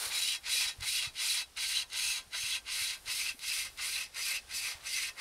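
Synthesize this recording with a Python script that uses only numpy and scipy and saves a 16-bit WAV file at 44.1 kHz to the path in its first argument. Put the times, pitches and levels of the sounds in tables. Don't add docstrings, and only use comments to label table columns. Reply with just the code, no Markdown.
import sys
import numpy as np
from scipy import signal
from scipy.fft import rfft, irfft, next_fast_len
from scipy.io import wavfile
from scipy.ndimage import uniform_filter1d, map_coordinates

SR = 44100
rng = np.random.default_rng(int(sys.argv[2]) if len(sys.argv) > 2 else 0)


def output_pcm(signal):
    pcm = np.clip(np.atleast_2d(signal).T, -1, 1) * 32767
    wavfile.write(sys.argv[1], SR, np.round(pcm).astype(np.int16))


N = 229695

# the start, bite, brightest, fastest, easing and end moments in seconds;
# rasp in dB at bite, brightest, fastest and easing; treble in dB at bite, brightest and easing;
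# low scrape in dB at bite and mid-pull; tooth rate in Hz at brightest and fastest;
# tooth tone in dB at brightest and fastest.
SAW_PULLS = [
    [(-.2, -0.091, .05, 0.059, 0.094, 0.11), (-37, -39.5, -38, -42.5), (2, 2.5, 1), (0, 0), (2200, 2192),
     (-26, -28)],
    [(.06, .116, .19, .3, .352, .405), (-34.5, -34.5, -32, -33.5), (-10, -1, -7.5), (-7, -15.5),
     (2450, 3100), (-19, -1.7)],
    [(.415, .465, .54, .614, .692, .765), (-34.5, -32, -29.5, -33.5), (-17, -2, -7), (-5, -14.5),
     (2400, 2450), (-9, -11.5)],
    [(0.783, 0.831, .888, .98, 1.064, 1.13), (-37, -36, -31, -37), (-10, 0, -10.5), (-2.5, -21),
     (2300, 2900), (-13, -5.5)],
    [(1.12, 1.189, 1.288, 1.353, 1.42, 1.462), (-33.5, -31.5, -30, -35.5), (-13, -2, -7.5), (-8.5, -13.5),
     (2460, 2800), (-11, -21)],
    [(1.554, 1.575, 1.688, 1.776, 1.822, 1.868), (-34, -36, -31, -36), (-19, -2.8, -10), (-5, -18.5),
     (2480, 3100), (-25, -2)],
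    [(1.88, 1.94, 2.1, 2.03, 2.182, 2.25), (-35.5, -33, -33, -36.5), (-19, -1.56, -7.5), (-10, -14.5),
     (2600, 2550), (-6.5, -8)],
    [(2.297, 2.343, 2.444, 2.535, 2.568, 2.625), (-36.5, -36, -33, -35.5), (-12, -3.5, -9.5), (-6.5, -19),
     (2550, 3200), (-11, -16)],
    [(2.633, 2.69, 2.84, 2.88, 2.938, 3.012), (-35.5, -33.7, -34, -36), (-22, -2.3, -10), (-6.5, -16),
     (2300, 2600), (-8, -19)],
    [(3.037, 3.082, 3.152, 3.29, 3.318, 3.372), (-34.5, -35.5, -34, -41.5), (-13, -1, -9), (-8, -16),
     (2000, 2750), (-23.5, -5)],
    [(3.363, 3.439, 3.54, 3.59, 3.67, 3.748), (-37.5, -36.5, -34.5, -41), (-10, 0, -5.5), (-4, -14.5),
     (2550, 2370), (-12, -11.5)],
    [(3.758, 3.79, 3.92, 3.965, 4.035, 4.11), (-36.5, -38.5, -36, -38), (-21, 0, -8), (-2.5, -10.5),
     (2470, 2720), (-10, -10.5)],
    [(4.111, 4.169, 4.31, 4.25, 4.362, 4.444), (-39, -34.5, -36, -37), (-7.5, -0.66, -5.5), (-1, -12),
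     (2250, 2520), (-9, -8)],
    [(4.465, 4.516, 4.57, 4.67, 4.728, 4.8), (-40, -38, -35.5, -40.5), (-10, 0, -9.5), (-3.5, -15),
     (2150, 2440), (-13, -9.5)],
    [(4.795, 4.865, 4.92, 5.01, 5.092, 5.138), (-38, -36.5, -32.7, -39.5), (-6.5, -4, -6), (-1.8, -16.5),
     (2050, 2280), (-14, -9.5)],
    [(5.148, 5.179, 5.2, 5.24, 5.398, 5.45), (-48, -42.5, -37, -39), (-3, -6, -11), (-1, -11), (1900, 1730),
     (-5, -6)],
]
# pitch in Hz, width in Hz (widened if too narrow),
# then relative level in dB in the shallow, the middle and the deep cut.
RINGING_NOTES = [(543, 10, -20, -18.5, -15), (694, 14, -15, -15.5, -19), (796, 8.3, -12, -11.5, -13.5),
                 (953, 68, -10, -9, -17), (1035.4, 13, -9, -8, -9.5), (1207, 105, -10, -9.5, -9.5),
                 (1577, 11.7, -9.5, -4.5, -5), (1836, 20, -4.5, -10, 1), (2094, 127, -3.5, -4, -3),
                 (2106, 29, 0, -8, -27), (2405, 63, -5, -14.5, -9), (2596, 46, 4, 3.5, 7),
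                 (2800, 160, -8, -5, -7), (3295, 13, 6, 7.5, 1), (3316, 92, 1, -3, -15),
                 (3910, 45, 10.5, 2, -10), (3933, 28, 9.5, 9, -5.5), (4160, 150, -25, -11, -12),
                 (4384, 33, -4, -3, -9.5), (4670, 180, -0.5, -2, 0.5), (4977, 51, -4.5, -5, -3),
                 (5302, 28, 4.5, -7.5, 2), (5323, 78, 1, -10, -3), (5974, 64, -1, -3.5, 0.5),
                 (6475, 55, -20, -2, -25.5), (6970, 18, -2.5, -9.5, -6.5), (7890, 44, -20, -26, -13),
                 (8690, 67, -2, -3, -4), (9900, 110, -26, -51, -33), (11470, 300, -11.5, -12, -9)]
# time in seconds, relative ringing in dB.
SEATING = [(0, -4), (.085, -17), (.11, -0.5)]
# frequency in Hz, relative level in dB.
RASP_SPECTRUM = [(240, -73), (400, -23), (751, -47), (903, -18), (1570, -9), (1720, -16.5), (2100, -7.5),
                 (2640, -5.5), (3710, -2.5), (4000, 2.5), (7510, -13), (9310, -5.5), (15700, -25.5)]
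# time in seconds, starting level in dB.
TOOTH_CATCHES = [(0.7764, -58), (0.8076, -39), (0.828, -36), (1.1812, -38), (1.5713, -35), (1.9006, -45),
                 (1.9315, -34), (2.3314, -39), (3.0584, -43), (3.0764, -40), (3.3922, -41), (3.7748, -42),
                 (4.146, -43)]
# time in seconds, pitch in Hz, level in dB.
LOUD_FLARES = [(0.161, 2310, -40), (0.187, 4100, -44), (0.605, 3840, -43), (0.878, 2180, -40.5),
               (0.894, 3900, -39), (1.64, 2300, -41.5), (1.666, 3870, -46), (1.771, 3970, -34),
               (2.072, 6470, -42), (2.422, 6280, -46), (2.531, 3340, -40), (2.564, 2620, -42),
               (2.811, 2060, -44), (2.843, 3970, -43), (2.901, 2750, -47), (3.215, 2330, -42),
               (3.505, 4960, -37), (3.52, 2603, -36.5), (3.95, 4030, -37.5), (3.976, 2590, -44),
               (4.234, 4900, -41), (4.32, 2180, -42), (4.361, 2700, -39), (4.587, 4658, -43),
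               (4.66, 2422, -39), (4.886, 6020, -46), (4.937, 4830, -42), (4.972, 6150, -42),
               (4.988, 2070, -40), (5.043, 2570, -39.5)]
# time of the peak in seconds, level in dB, seconds to fall by 15 dB.
LEAF_RUSTLES = [(.054, -43.5, 0.19), (.152, -53, 0.1), (4.712, -51, 0.2), (4.812, -64, .035)]
# time in seconds, air level in dB, leaf hiss level in dB.
FAR_LEVELS = [(0.0, -54, -47), (0.42, -59, -66), (0.77, -61.5, -70), (1.15, -59, -70), (1.5, -61, -73),
              (1.85, -59.5, -73), (2.3, -60.5, -71), (2.62, -58.5, -71), (3.2, -57, -60), (3.75, -59, -63),
              (4.1, -58.5, -76), (4.46, -59.5, -74), (4.8, -59, -77), (5.21, -58, -74)]
# frequency in Hz, relative level in dB.
AIR_SPECTRUM = [(120, -2), (200, -1), (600, 0), (2500, -2), (5000, -1), (6900, -6), (9500, -3),
                (12000, -11), (14000, -18), (15700, -20)]
HISS_SPECTRUM = [(5000, -30), (9000, 0), (12500, -3), (15700, -12)]
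CRACKLE_SPECTRUM = [(150, -30), (350, -10), (800, 0), (4000, -3), (15000, -20)]
WIND_SPECTRUM = [(12, -30), (20, 0), (38, -1), (54, 3), (133, -11), (189, -17), (300, -40), (390, -45),
                 (660, -120)]
# time in seconds, level in dB.
WIND_LEVELS = [(0.0, -69.5), (0.9, -65.5), (1.1, -65), (1.36, -69), (1.7, -68), (2.6, -65), (3.1, -69.5),
               (3.68, -63), (4.22, -68), (4.63, -67), (5.05, -66.5), (5.21, -75)]
# time in seconds, peak level in dB, pitch in Hz.
SOFT_THUMPS = [(0.072, -51, 79.4), (.553, -51, 510), (.791, -40.5, 73), (0.816, -40.5, 81),
               (0.838, -48, 89.5), (1.077, -43, 105.8), (2.44, -48, 87), (2.821, -50, 90),
               (3.085, -49, 89.7), (3.35, -54, 259.4), (4.755, -50, 70)]

CUT_STAGES_S = .8, 2.2, 4.2
MAX_Q = 110
LOW_HZ, HIGH_HZ, TOP_HZ, CUTOFF_HZ = 1700, 7000, 11500, 15720
STILL_DB, SILENT_DB = -69, -85
TREBLE_RISE_S, LOW_SETTLE_S = .034, .049
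BITE_TOOTH_HZ, CATCH_DECAY_S, FLARE_SPREAD_S = 2005, .0035, .015


def saw():
    rasp_db, treble_db, low_db, tooth_hz, tooth_db = pull_curves()
    blows = from_db(rasp_db + drift(33)) * grains(per_s=12000, spread_db=2.5)
    catches = tooth_catches()
    teeth = from_db(rasp_db + tooth_db) * tooth_tone(tooth_hz)
    wood = from_db(-5.5) * colour(blows, RASP_SPECTRUM) + from_db(-6.5) * teeth
    wood += cable_ringing(blows)
    wood += branch_ringing(blows + from_db(-5.5) * teeth)
    return pull_brightness(tension_sway(wood), treble_db, low_db) + catches


def pull_curves():
    levels, treble, low, rate, teeth = [], [], [], [], []
    for moments, rasp_db, treble_db, low_db, tooth_hz, tooth_db in SAW_PULLS:
        start, bite, bright, fast, ease, end = moments
        rise = start + .51 * (bite - start)
        fall = ease + .48 * (end - ease)
        levels += in_time(sorted([
            (start - .004, SILENT_DB), (start, STILL_DB), (rise, rasp_db[0] - 12),
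            *zip((bite, bright, fast, ease), rasp_db),
            (fall, rasp_db[-1] - 14.5), (end, STILL_DB), (end + .004, SILENT_DB)]))
        treble_in = min(bite + TREBLE_RISE_S, (bite + bright) / 2)
        treble += [*zip((bite, bright, ease), treble_db), (treble_in, treble_db[1] - 2.5), (fall, -9.5)]
        settled = min(bite + LOW_SETTLE_S, fast)
        low += [(bite, low_db[0]), (settled, low_db[1]), (fast, low_db[1]), (ease, -12)]
        rate += [(bite, BITE_TOOTH_HZ), *zip((bright, fast), tooth_hz), (ease, .9 * tooth_hz[1])]
        teeth += [(bite, -21), *zip((bright, fast), tooth_db), (ease, tooth_db[1] - 5)]
    return np.max(levels, axis=0), *(in_time(sorted(rows))[0] for rows in (treble, low, rate, teeth))


def tooth_tone(tooth_hz):
    phase = 2 * np.pi * np.cumsum(tooth_hz) / SR
    uneven = keep_band(rng.standard_normal((2, N)), "low", hz=95, order=2)
    return rms_one(uneven[0] * np.sin(phase) + uneven[1] * np.cos(phase))


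def tooth_catches():
    out, t = np.zeros(N), np.arange(1500) / SR
    fade = np.exp(-t / CATCH_DECAY_S)
    for s, level_db in TOOTH_CATCHES:
        at = round(s * SR)
        out[at:at + len(t)] += from_db(level_db) * rng.standard_normal(len(t)) * fade
    return colour(out, RASP_SPECTRUM)


def cable_ringing(blows):
    out = np.zeros(N)
    for hz in np.geomspace(7400, 14500, 14):
        level_db = -11 - 32 * np.log2(hz / 9000) ** 2 + 3.6 * drift(26)
        out += resonate(from_db(level_db) * blows, hz, width_hz=71)
    return out


def branch_ringing(push):
    out, t = np.zeros(N), np.arange(N) / SR
    seating_db, = in_time(SEATING)
    for k, (hz, width_hz, *stages_db) in enumerate(RINGING_NOTES):
        wander_db = 1.5 * drift(16)
        grip = from_db(np.interp(t, CUT_STAGES_S, stages_db) + seating_db + 8 + wander_db)
        out += (-1) ** k * resonate(grip * push, hz, max(width_hz, hz / MAX_Q))
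    return out


def tension_sway(wood):
    shift = np.cumsum(.0022 * drift(30))
    shift -= uniform_filter1d(shift, size=4000)
    return map_coordinates(wood, [np.arange(N) + shift], order=3)


def pull_brightness(wood, treble_db, low_db):
    low = keep_band(wood, "low", LOW_HZ, order=4)
    above_low = keep_band(wood, "high", LOW_HZ, order=4)
    middle = keep_band(above_low, "low", HIGH_HZ, order=2)
    high = keep_band(wood, "high", HIGH_HZ, order=2)
    top = keep_band(high, "high", TOP_HZ, order=1)
    treble_db = np.clip(treble_db, -16, 2)
    high = high - top + from_db(.3 * treble_db + .7) * top
    scrape = from_db(low_db + 10.5 + 3 * drift(14.3)) * low
    return scrape + middle - from_db(treble_db + 6.5) * high


def flares():
    out, span = np.zeros(N + SR), np.arange(-2600, 2600)
    swell = np.exp(-.5 * (span / SR / FLARE_SPREAD_S) ** 2)
    rasp_db = pull_curves()[0]
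    pitches = [hz for hz, *_ in RINGING_NOTES if 1900 < hz < 7500]
    faint = []
    for when, pick in rng.random((30, 2)):
        s = .1 + 5.1 * when
        faint.append((s, pitches[int(pick * len(pitches))], rasp_db[int(s * SR)] - 12.5))
    for s, hz, level_db in LOUD_FLARES + faint:
        ringing = resonate(rng.standard_normal(N // 20), hz, width_hz=150)[-len(span):]
        out[round(s * SR) + span] += from_db(level_db) * rms_one(ringing) * swell
    return out[:N]


def leaves_and_air():
    t = np.arange(N) / SR
    rustle_db = np.max([db - 15 * abs(t - s) / fall_s for s, db, fall_s in LEAF_RUSTLES], axis=0)
    air_db, hiss_db = in_time(FAR_LEVELS)
    hiss = colour(grains(per_s=9000, spread_db=2.5), HISS_SPECTRUM)
    crackle = colour(grains(per_s=6000, spread_db=4), CRACKLE_SPECTRUM)
    air = colour(rng.standard_normal(N), AIR_SPECTRUM) * from_db(drift(3))
    return from_db(rustle_db) * crackle + from_db(air_db) * air + from_db(hiss_db) * hiss


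def thumps():
    out, span = np.zeros(N), np.arange(-1500, 1500)
    t = span / SR
    swell = np.exp(-.5 * (t / .004) ** 2)
    for s, peak_db, hz in SOFT_THUMPS:
        out[round(s * SR) + span] += from_db(peak_db) * swell * np.cos(2 * np.pi * hz * t)
    return out


def wind():
    wind_db, = in_time(WIND_LEVELS)
    return from_db(wind_db + 2.5 * drift(15)) * colour(rng.standard_normal(N), WIND_SPECTRUM)


def from_db(db):
    return 10 ** (np.asarray(db) / 20)


def rms_one(x):
    return x / np.sqrt(np.mean(x ** 2) + 1e-20)


def in_time(rows):
    s, *columns = np.transpose(rows)
    return [np.interp(np.arange(N) / SR, s, column) for column in columns]


def keep_band(x, side, hz, order):
    return signal.sosfilt(signal.butter(order, hz, side, fs=SR, output="sos"), x)


def colour(x, spectrum):
    size = next_fast_len(N + 4096)
    hz = np.arange(1, size // 2 + 2) * SR / size
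    points_hz, points_db = np.transpose(spectrum)
    gain = rms_one(from_db(np.interp(np.log(hz), np.log(points_hz), points_db)))
    return irfft(rfft(x, size) * gain, size)[:N]


def drift(rate_hz):
    step, warm_up = 40, 2000
    r = np.exp(-2 * np.pi * rate_hz * step / SR)
    noise = rng.standard_normal(N // step + warm_up + 2)
    slow = signal.lfilter([1], [1, -2 * r, r * r], noise)[warm_up:]
    return np.interp(np.arange(N) / step, np.arange(len(slow)), rms_one(slow))


def resonate(x, hz, width_hz):
    r = np.exp(-np.pi * width_hz / SR)
    gain = (1 - r * r) / 2
    return signal.lfilter([gain, 0, -gain], [1, -2 * r * np.cos(2 * np.pi * hz / SR), r * r], x)


def grains(per_s, spread_db):
    sizes = from_db(spread_db * np.minimum(rng.exponential(1, N), 4))
    signs = rng.choice([-1, 1], N)
    return rms_one(sizes * signs * (rng.random(N) < per_s / SR))


def scene():
    return np.tile(saw() + flares() + leaves_and_air() + wind() + thumps(), (2, 1))


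def record(dry):
    return signal.sosfilt(signal.ellip(14, .3, 75, CUTOFF_HZ, fs=SR, output="sos"), dry)


dry = scene()
out = record(dry)
output_pcm(out)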